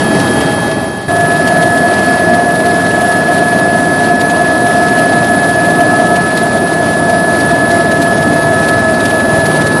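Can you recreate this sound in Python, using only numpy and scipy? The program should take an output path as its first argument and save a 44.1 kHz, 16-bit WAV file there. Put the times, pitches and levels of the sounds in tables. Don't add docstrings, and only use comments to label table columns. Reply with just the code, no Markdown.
import sys
import numpy as np
from scipy import signal
from scipy.fft import rfft, irfft, next_fast_len
from scipy.io import wavfile
from scipy.ndimage import uniform_filter1d, map_coordinates

SR = 44100
rng = np.random.default_rng(int(sys.argv[2]) if len(sys.argv) > 2 else 0)


def generate_wav(signal):
    frames = np.transpose(np.atleast_2d(signal))
    scaled = np.clip(frames, -1, 1) * 32767
    pcm = np.round(scaled).astype(np.int16)
    wavfile.write(sys.argv[1], SR, pcm)


def how_loud(loudness_db):
    steps = np.asarray(loudness_db, float) / 20
    return 10 ** steps


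N = 432166
TIME = np.arange(N) / SR
CUT_S = 1.082
ROTOR_PER_MESH = 100 / 26425


def unit(x):
    return x / np.sqrt(np.mean(x ** 2) + 1e-20)


def by_leg(first, second):
    return np.where(TIME < CUT_S, first, second)


def leg_curve(tables):
    first, second = (np.interp(TIME, *np.transpose(table)) for table in tables)
    return by_leg(first, second)


def wobble(knots_per_s):
    knots = rng.standard_normal(int(N * knots_per_s / SR) + 4)
    return map_coordinates(knots, [TIME * knots_per_s])


def rush(spectrum, patchy_db):
    _, _, z = signal.stft(rng.standard_normal(N + 1024), SR, nperseg=512)
    patches = uniform_filter1d(rng.standard_normal(z.shape), size=6, axis=0)
    patches = uniform_filter1d(patches, size=10, axis=1)
    x = signal.istft(z * how_loud(patchy_db * unit(patches)), SR, nperseg=512)[1][:N]
    hz, density_db = np.transpose(spectrum)
    size = next_fast_len(N)
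    grid_hz = np.fft.rfftfreq(size, 1 / SR) + 1
    gain = how_loud(np.interp(np.log(grid_hz), np.log(hz), density_db))
    return unit(irfft(rfft(x, size) * gain, size)[:N])


def narrow(centre_hz, width_hz, order, steady=0):
    slow_hz = np.fft.fftfreq(next_fast_len(N), 1 / SR)
    lowpass = 1 / (1 + (slow_hz / 50) ** (2 * order)) ** .5
    base = np.fft.ifft(np.fft.fft(rng.standard_normal(len(slow_hz))) * lowpass)[:N]
    at = np.cumsum(width_hz * np.ones(N) / 100) % (N - 1)
    base = np.interp(at, np.arange(N), base.real) + 1j * np.interp(at, np.arange(N), base.imag)
    base = base / (np.abs(base) + 1e-9) ** np.clip(steady, 0, 1)
    return unit(np.real(base * np.exp(2j * np.pi * np.cumsum(centre_hz) / SR)))


def throb(turns, depth, lag):
    return 1 + depth * np.cos(2 * np.pi * (turns - lag))


# time in seconds, gain in dB.
LEAN = [(1.09, 0), (2.15, 0.74), (2.55, -0.9), (2.9, 0), (4.4, -0.2), (6, 0.25), (6.7, -0.5), (7.1, -0.5),
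        (7.5, 0.5), (8.2, 0), (8.7, 0), (9, 0), (9.4, 1), (9.8, 0.5)]


def fader_db():
    fade_s, fade_per_s = .42, 1.105
    swell_db, swell_s = -1, .27
    fade = 20 * np.log10(np.clip(1 - fade_per_s * np.clip(TIME - fade_s, 0, None), .05, 1))
    swell = swell_db * np.exp(-np.clip(TIME - CUT_S, 0, None) / swell_s)
    return by_leg(fade, swell + np.interp(TIME, *np.transpose(LEAN)))


def level(source):
    first_db, second_db, follows = source
    return by_leg(first_db, second_db) + follows * fader_db()


# frequency in Hz, density in dB per Hz.
CABIN_SPECTRUM = [(15, -56), (30, -28), (55, -29), (75, -12.5), (110, -9), (160, -1.5), (280, 1),
                  (400, -2.5), (500, -7.5), (620, -5), (780, -8), (1000, -11.5), (1500, -21), (3000, -46.5)]
# first leg in dB, second leg in dB, share of the fader followed (ratio).
ROAR_LEVEL = (-14, -15.5, 1)


def cabin_roar(blade):
    level_db = level(ROAR_LEVEL) + 2 + .27 * wobble(8)
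    return how_loud(level_db) * throb(blade, .063, lag=.13) * rush(CABIN_SPECTRUM, patchy_db=.46)


# frequency in Hz, density in dB per Hz.
HISS_SPECTRUM = [(700, -23), (1300, 1.5), (1900, -0.5), (2300, -4), (3000, -6.5), (4600, -7), (5500, -11.5),
                 (6800, -16), (8200, -13.5), (9300, -11.5), (10800, -19.5), (12000, -22), (13500, -31),
                 (16000, -70)]
# first leg in dB, second leg in dB, share of the fader followed (ratio).
HISS_LEVEL = (-26.5, -27.5, 0.99)


def airflow_hiss(blade):
    level_db = level(HISS_LEVEL) + 1.5 + .8 * wobble(14)
    return how_loud(level_db) * throb(blade, .14, lag=.34) * rush(HISS_SPECTRUM, patchy_db=1.3)


# time in seconds, centre in Hz.
GAP_PITCH = [
    [(0, 818), (.5, 827), (.8, 816), (1.07, 808)],
    [(1.09, 691.3), (2, 699.9), (6, 703.2), (6.8, 692), (8.2, 682), (9.2, 664.4), (9.8, 665.7)],
]
# first leg in dB, second leg in dB, share of the fader followed (ratio).
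WHISTLE_LEVEL = (-24.5, -15, 0.77)


def door_whistle(blade):
    lock_hz, widen_per_hz, weaken_db_per_hz = 690.2, 1.1, .1
    gust_db, gust_s = 2, .072
    dying_s, dying_db_per_s = 9.35, 15
    centre_hz = leg_curve(GAP_PITCH)
    slack_hz = np.clip(lock_hz - centre_hz, 0, None)
    width_hz = by_leg(20, 40) + widen_per_hz * slack_hz
    core = narrow(centre_hz, .9 * width_hz, order=3, steady=.46)
    skirt = how_loud(-9) * narrow(centre_hz - 60, 2.5 * width_hz, order=2)
    level_db = level(WHISTLE_LEVEL) - weaken_db_per_hz * slack_hz
    level_db += gust_db * np.exp(-np.abs(TIME - CUT_S) / gust_s) * (TIME > CUT_S)
    level_db -= dying_db_per_s * np.clip(TIME - dying_s, 0, .4)
    return how_loud(level_db) * throb(blade, .086, lag=.63) * (core + skirt)


# time in seconds, centre in Hz.
WHINE_PITCH = [
    [(0, 10300), (.45, 10310), (1.07, 10150)],
    [(1.09, 10110), (2.2, 10020), (3, 10030), (5.5, 9985), (7, 9924), (9.8, 10010)],
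]
# first leg in dB, second leg in dB, share of the fader followed (ratio).
WHINE_LEVEL = (-31.5, -32, 1.1)


def compressor(rotor):
    swing = throb(3 * rotor, .16, lag=.75) * throb(rotor, .074, lag=.4)
    swing *= how_loud(1.3 * wobble(9) + .56 * wobble(1.3))
    whine = narrow(leg_curve(WHINE_PITCH), 240, order=1, steady=.2)
    return how_loud(level(WHINE_LEVEL) + 1.5) * swing * whine


# frequency in Hz, density in dB per Hz.
SLAP_SPECTRUM = [(900, -24.5), (1800, -1), (2500, -2.5), (4300, -2), (5500, -8), (7500, -11), (9000, -7.5),
                 (12000, -15), (15000, -45)]
# time in seconds, level in dB.
HARD_SLAPS = [(.151, -27), (.201, -22.5), (.412, -24.5), (.718, -28), (1.479, -21), (1.63, -24),
              (1.993, -27), (2.663, -26.5), (3.388, -27), (4.214, -23), (4.304, -24.5), (4.992, -25.5),
              (5.134, -28), (5.656, -30), (6.164, -24), (6.378, -23), (6.737, -27.5), (7.102, -26),
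              (7.41, -26), (7.513, -25), (7.716, -24.5), (7.92, -24), (8.026, -22), (8.23, -26),
              (8.689, -21.5), (9.007, -26), (9.058, -21), (9.462, -23), (9.619, -26), (9.672, -23.5)]


def blade_slaps(blade):
    first_lag_turns, second_lag_turns, scatter_turns = .9, .52, .08
    soft_db, soft_spread_db, soft_top_db = -35.5, 5.5, -27.5
    rise_s, die_s = .005, .008
    passes = np.arange(int(blade[-1]))
    chance = rng.standard_normal((len(passes), 2))
    in_first = passes < np.interp(CUT_S, TIME, blade) - 1
    lag = np.where(in_first, first_lag_turns, second_lag_turns) + scatter_turns * chance[:, 0]
    when_s = np.interp(passes + lag, blade, TIME)
    size_db = np.minimum(soft_db + soft_spread_db * chance[:, 1], soft_top_db)
    size_db += np.interp(when_s, TIME, fader_db())
    puffs = np.zeros(N)
    for s, db in list(HARD_SLAPS) + list(zip(when_s, size_db)):
        near = slice(max(round((s - .04) * SR), 0), round((s + .04) * SR))
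        age_s = TIME[near] - s + .001
        puff = how_loud(db + 2) * np.exp(-.5 * (age_s / np.where(age_s < 0, rise_s, die_s)) ** 2)
        puffs[near] = np.maximum(puffs[near], puff)
    return puffs * rush(SLAP_SPECTRUM, patchy_db=2)


def geared(turns, orders, levels, unsteady_db):
    late = np.clip((TIME - 2.5) / 6, 0, 1)
    out = np.zeros(N)
    for order, (first_db, early_db, late_db) in zip(orders, levels):
        level_db = by_leg(first_db, early_db + late * (late_db - early_db))
        level_db = level_db + unsteady_db * wobble(2.515)
        out += how_loud(level_db) * np.cos(2 * np.pi * order * turns)
    return out


def bevel_mesh(mesh, rotor):
    shake = .08 * wobble(40) + .2 * wobble(6)
    bevel = how_loud(.57 * wobble(25)) * np.cos(2 * np.pi * mesh + shake)
    for offset, side_db in zip(range(-3, 4), [-14.5, -29.5, -22, -66, -24.5, -28.5, -26]):
        side = np.cos(2 * np.pi * (mesh + offset * rotor + .27))
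        bevel += how_loud(side_db + 1.5 * wobble(2)) * side
    return bevel


PLANET_ORDERS = [100, 199, 200, 300, 400, 500, 600, 695, 700, 800]
BLADE_ORDERS = [9, 12, 15, 18, 21, 24, 27]
PINION_ORDERS = [.596, 1, 1.192, 12, 16, 34]
# first leg in dB, early second leg in dB, late in dB.
PLANET_LEVELS = [(-19, -16.5, -12.5), (-37, -19, -18), (-18, -15.5, -11.5), (-21, -23.5, -44),
                 (-17.5, -27, -29), (-13.5, -27, -34), (-23, -41, -27.5), (-19.5, -48, -49),
                 (-27, -43, -38), (-25.5, -42, -41)]
BLADE_LEVELS = [(-25, -34.5, -36), (-15, -34, -22.5), (-20, -29.5, -15), (-23, -21.5, -17),
                (-12, -28.5, -22.5), (-13.5, -17, -12), (-16, -15.5, -14)]
PINION_LEVELS = [(-30, -45, -29), (-19, -17, -19), (-8, -29, -19), (-19.5, -34, -33), (-27, -27, -26),
                 (-34, -36, -29.5)]
# first leg in dB, second leg in dB, share of the fader followed (ratio).
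BEVEL_LEVEL = (-19.5, -15.5, 0.86)
# time in seconds, gain in dB.
LOAD = [(1.09, 0), (2.2, 0.6), (2.5, -1), (3.7, 0), (5, 0.5), (6, 0), (6.6, -1.7), (7.6, -0.1),
        (8.35, -1.4), (8.7, 1), (8.95, -1), (9.8, -1)]


def gearbox(mesh_hz):
    mesh = np.cumsum(mesh_hz) / SR
    rotor = mesh * ROTOR_PER_MESH
    bevel = bevel_mesh(mesh, rotor)
    planet = geared(rotor + .0001 * wobble(8) - .37, PLANET_ORDERS, PLANET_LEVELS, unsteady_db=1.5)
    blades = geared(rotor, BLADE_ORDERS, BLADE_LEVELS, unsteady_db=2.5)
    pinion = geared(mesh / 17, PINION_ORDERS, PINION_LEVELS, unsteady_db=2.5)
    ring_hz = mesh_hz * ROTOR_PER_MESH * by_leg(101.5, 100.2)
    ring = how_loud(by_leg(-5, -9)) * narrow(ring_hz, 10, order=1, steady=.22)
    casing = how_loud(-18.5) * narrow(mesh_hz + 5, 100, order=1)
    level_db = level(BEVEL_LEVEL) + np.interp(TIME, *np.transpose(LOAD))
    return np.sqrt(2) * how_loud(level_db) * (bevel + casing + planet + blades + pinion + ring)


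# time in seconds, mesh rate in Hz.
SPEED = [
    [(0, 1703.5), (1.07, 1702)],
    [(1.09, 1706.5), (1.75, 1707), (2.4, 1705), (4, 1706.5), (5.2, 1708), (6.3, 1710.5), (6.8, 1709),
     (7.6, 1710.3), (8.8, 1709.2), (9.8, 1710.3)],
]


def scene():
    mesh_hz = leg_curve(SPEED)
    rotor = np.cumsum(mesh_hz) / SR * ROTOR_PER_MESH
    blade = 3 * rotor
    air = cabin_roar(blade) + airflow_hiss(blade) + door_whistle(blade)
    machine = compressor(rotor) + blade_slaps(blade) + gearbox(mesh_hz)
    return (air + machine)[None]


# frequency in Hz, step in dB re the usual size there.
MUTE = [(2000, -28), (4000, -3), (5200, 2), (6200, 7), (8200, 8), (9000, 3), (10300, 2), (11000, 8),
        (12000, 13.5), (13000, 16), (14000, 20), (15000, 34)]


def starve_treble(x, size=1024):
    n, k = np.arange(2 * size) + .5, np.arange(size) + .5
    window = np.sqrt(2 / size) * np.sin(np.pi * n / (2 * size))
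    basis = window * np.cos(np.pi / size * np.outer(k, n + size / 2))
    blocks = np.pad(x, (size, 2 * size - len(x) % size)).reshape(-1, size)
    coef = np.hstack([blocks[:-1], blocks[1:]]) @ basis.T
    count = len(coef)
    usual = np.sqrt(uniform_filter1d(np.mean(coef ** 2, axis=0), size=25))
    nearby = uniform_filter1d((coef / usual) ** 2, size=5, axis=0)
    nearby = uniform_filter1d(nearby, size=150, axis=1)
    loud = np.abs(nearby) ** .42 + 1e-6
    bands = np.repeat(rng.standard_normal((count, size // 16)), 16, axis=1)
    spare = rng.standard_normal((count, 1))
    drift = unit(uniform_filter1d(rng.standard_normal((count, 1)), size=8, axis=0)) * (k > size / 2)
    step_db = np.interp(k * SR / (2 * size), *np.transpose(MUTE))
    step_db = step_db + 1.6 * bands + 1.3 * spare + .8 * drift + 1.5 * bands * (k > .55 * size)
    step = usual * loud * how_loud(step_db)
    frames = np.round(coef / step) * step @ basis
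    return (frames[:-1, size:] + frames[1:, :size]).ravel()[:len(x)]


def band_limit(x):
    return signal.sosfilt(signal.butter(12, 15800, fs=SR, output="sos"), x)


def record(dry):
    soft = dry / (1 + np.abs(dry / 1.06) ** 7) ** (1 / 7)
    mix = np.clip(starve_treble(soft[0]), -1, 1)[None]
    return band_limit(mix)


dry = scene()
out = record(dry)
generate_wav(out)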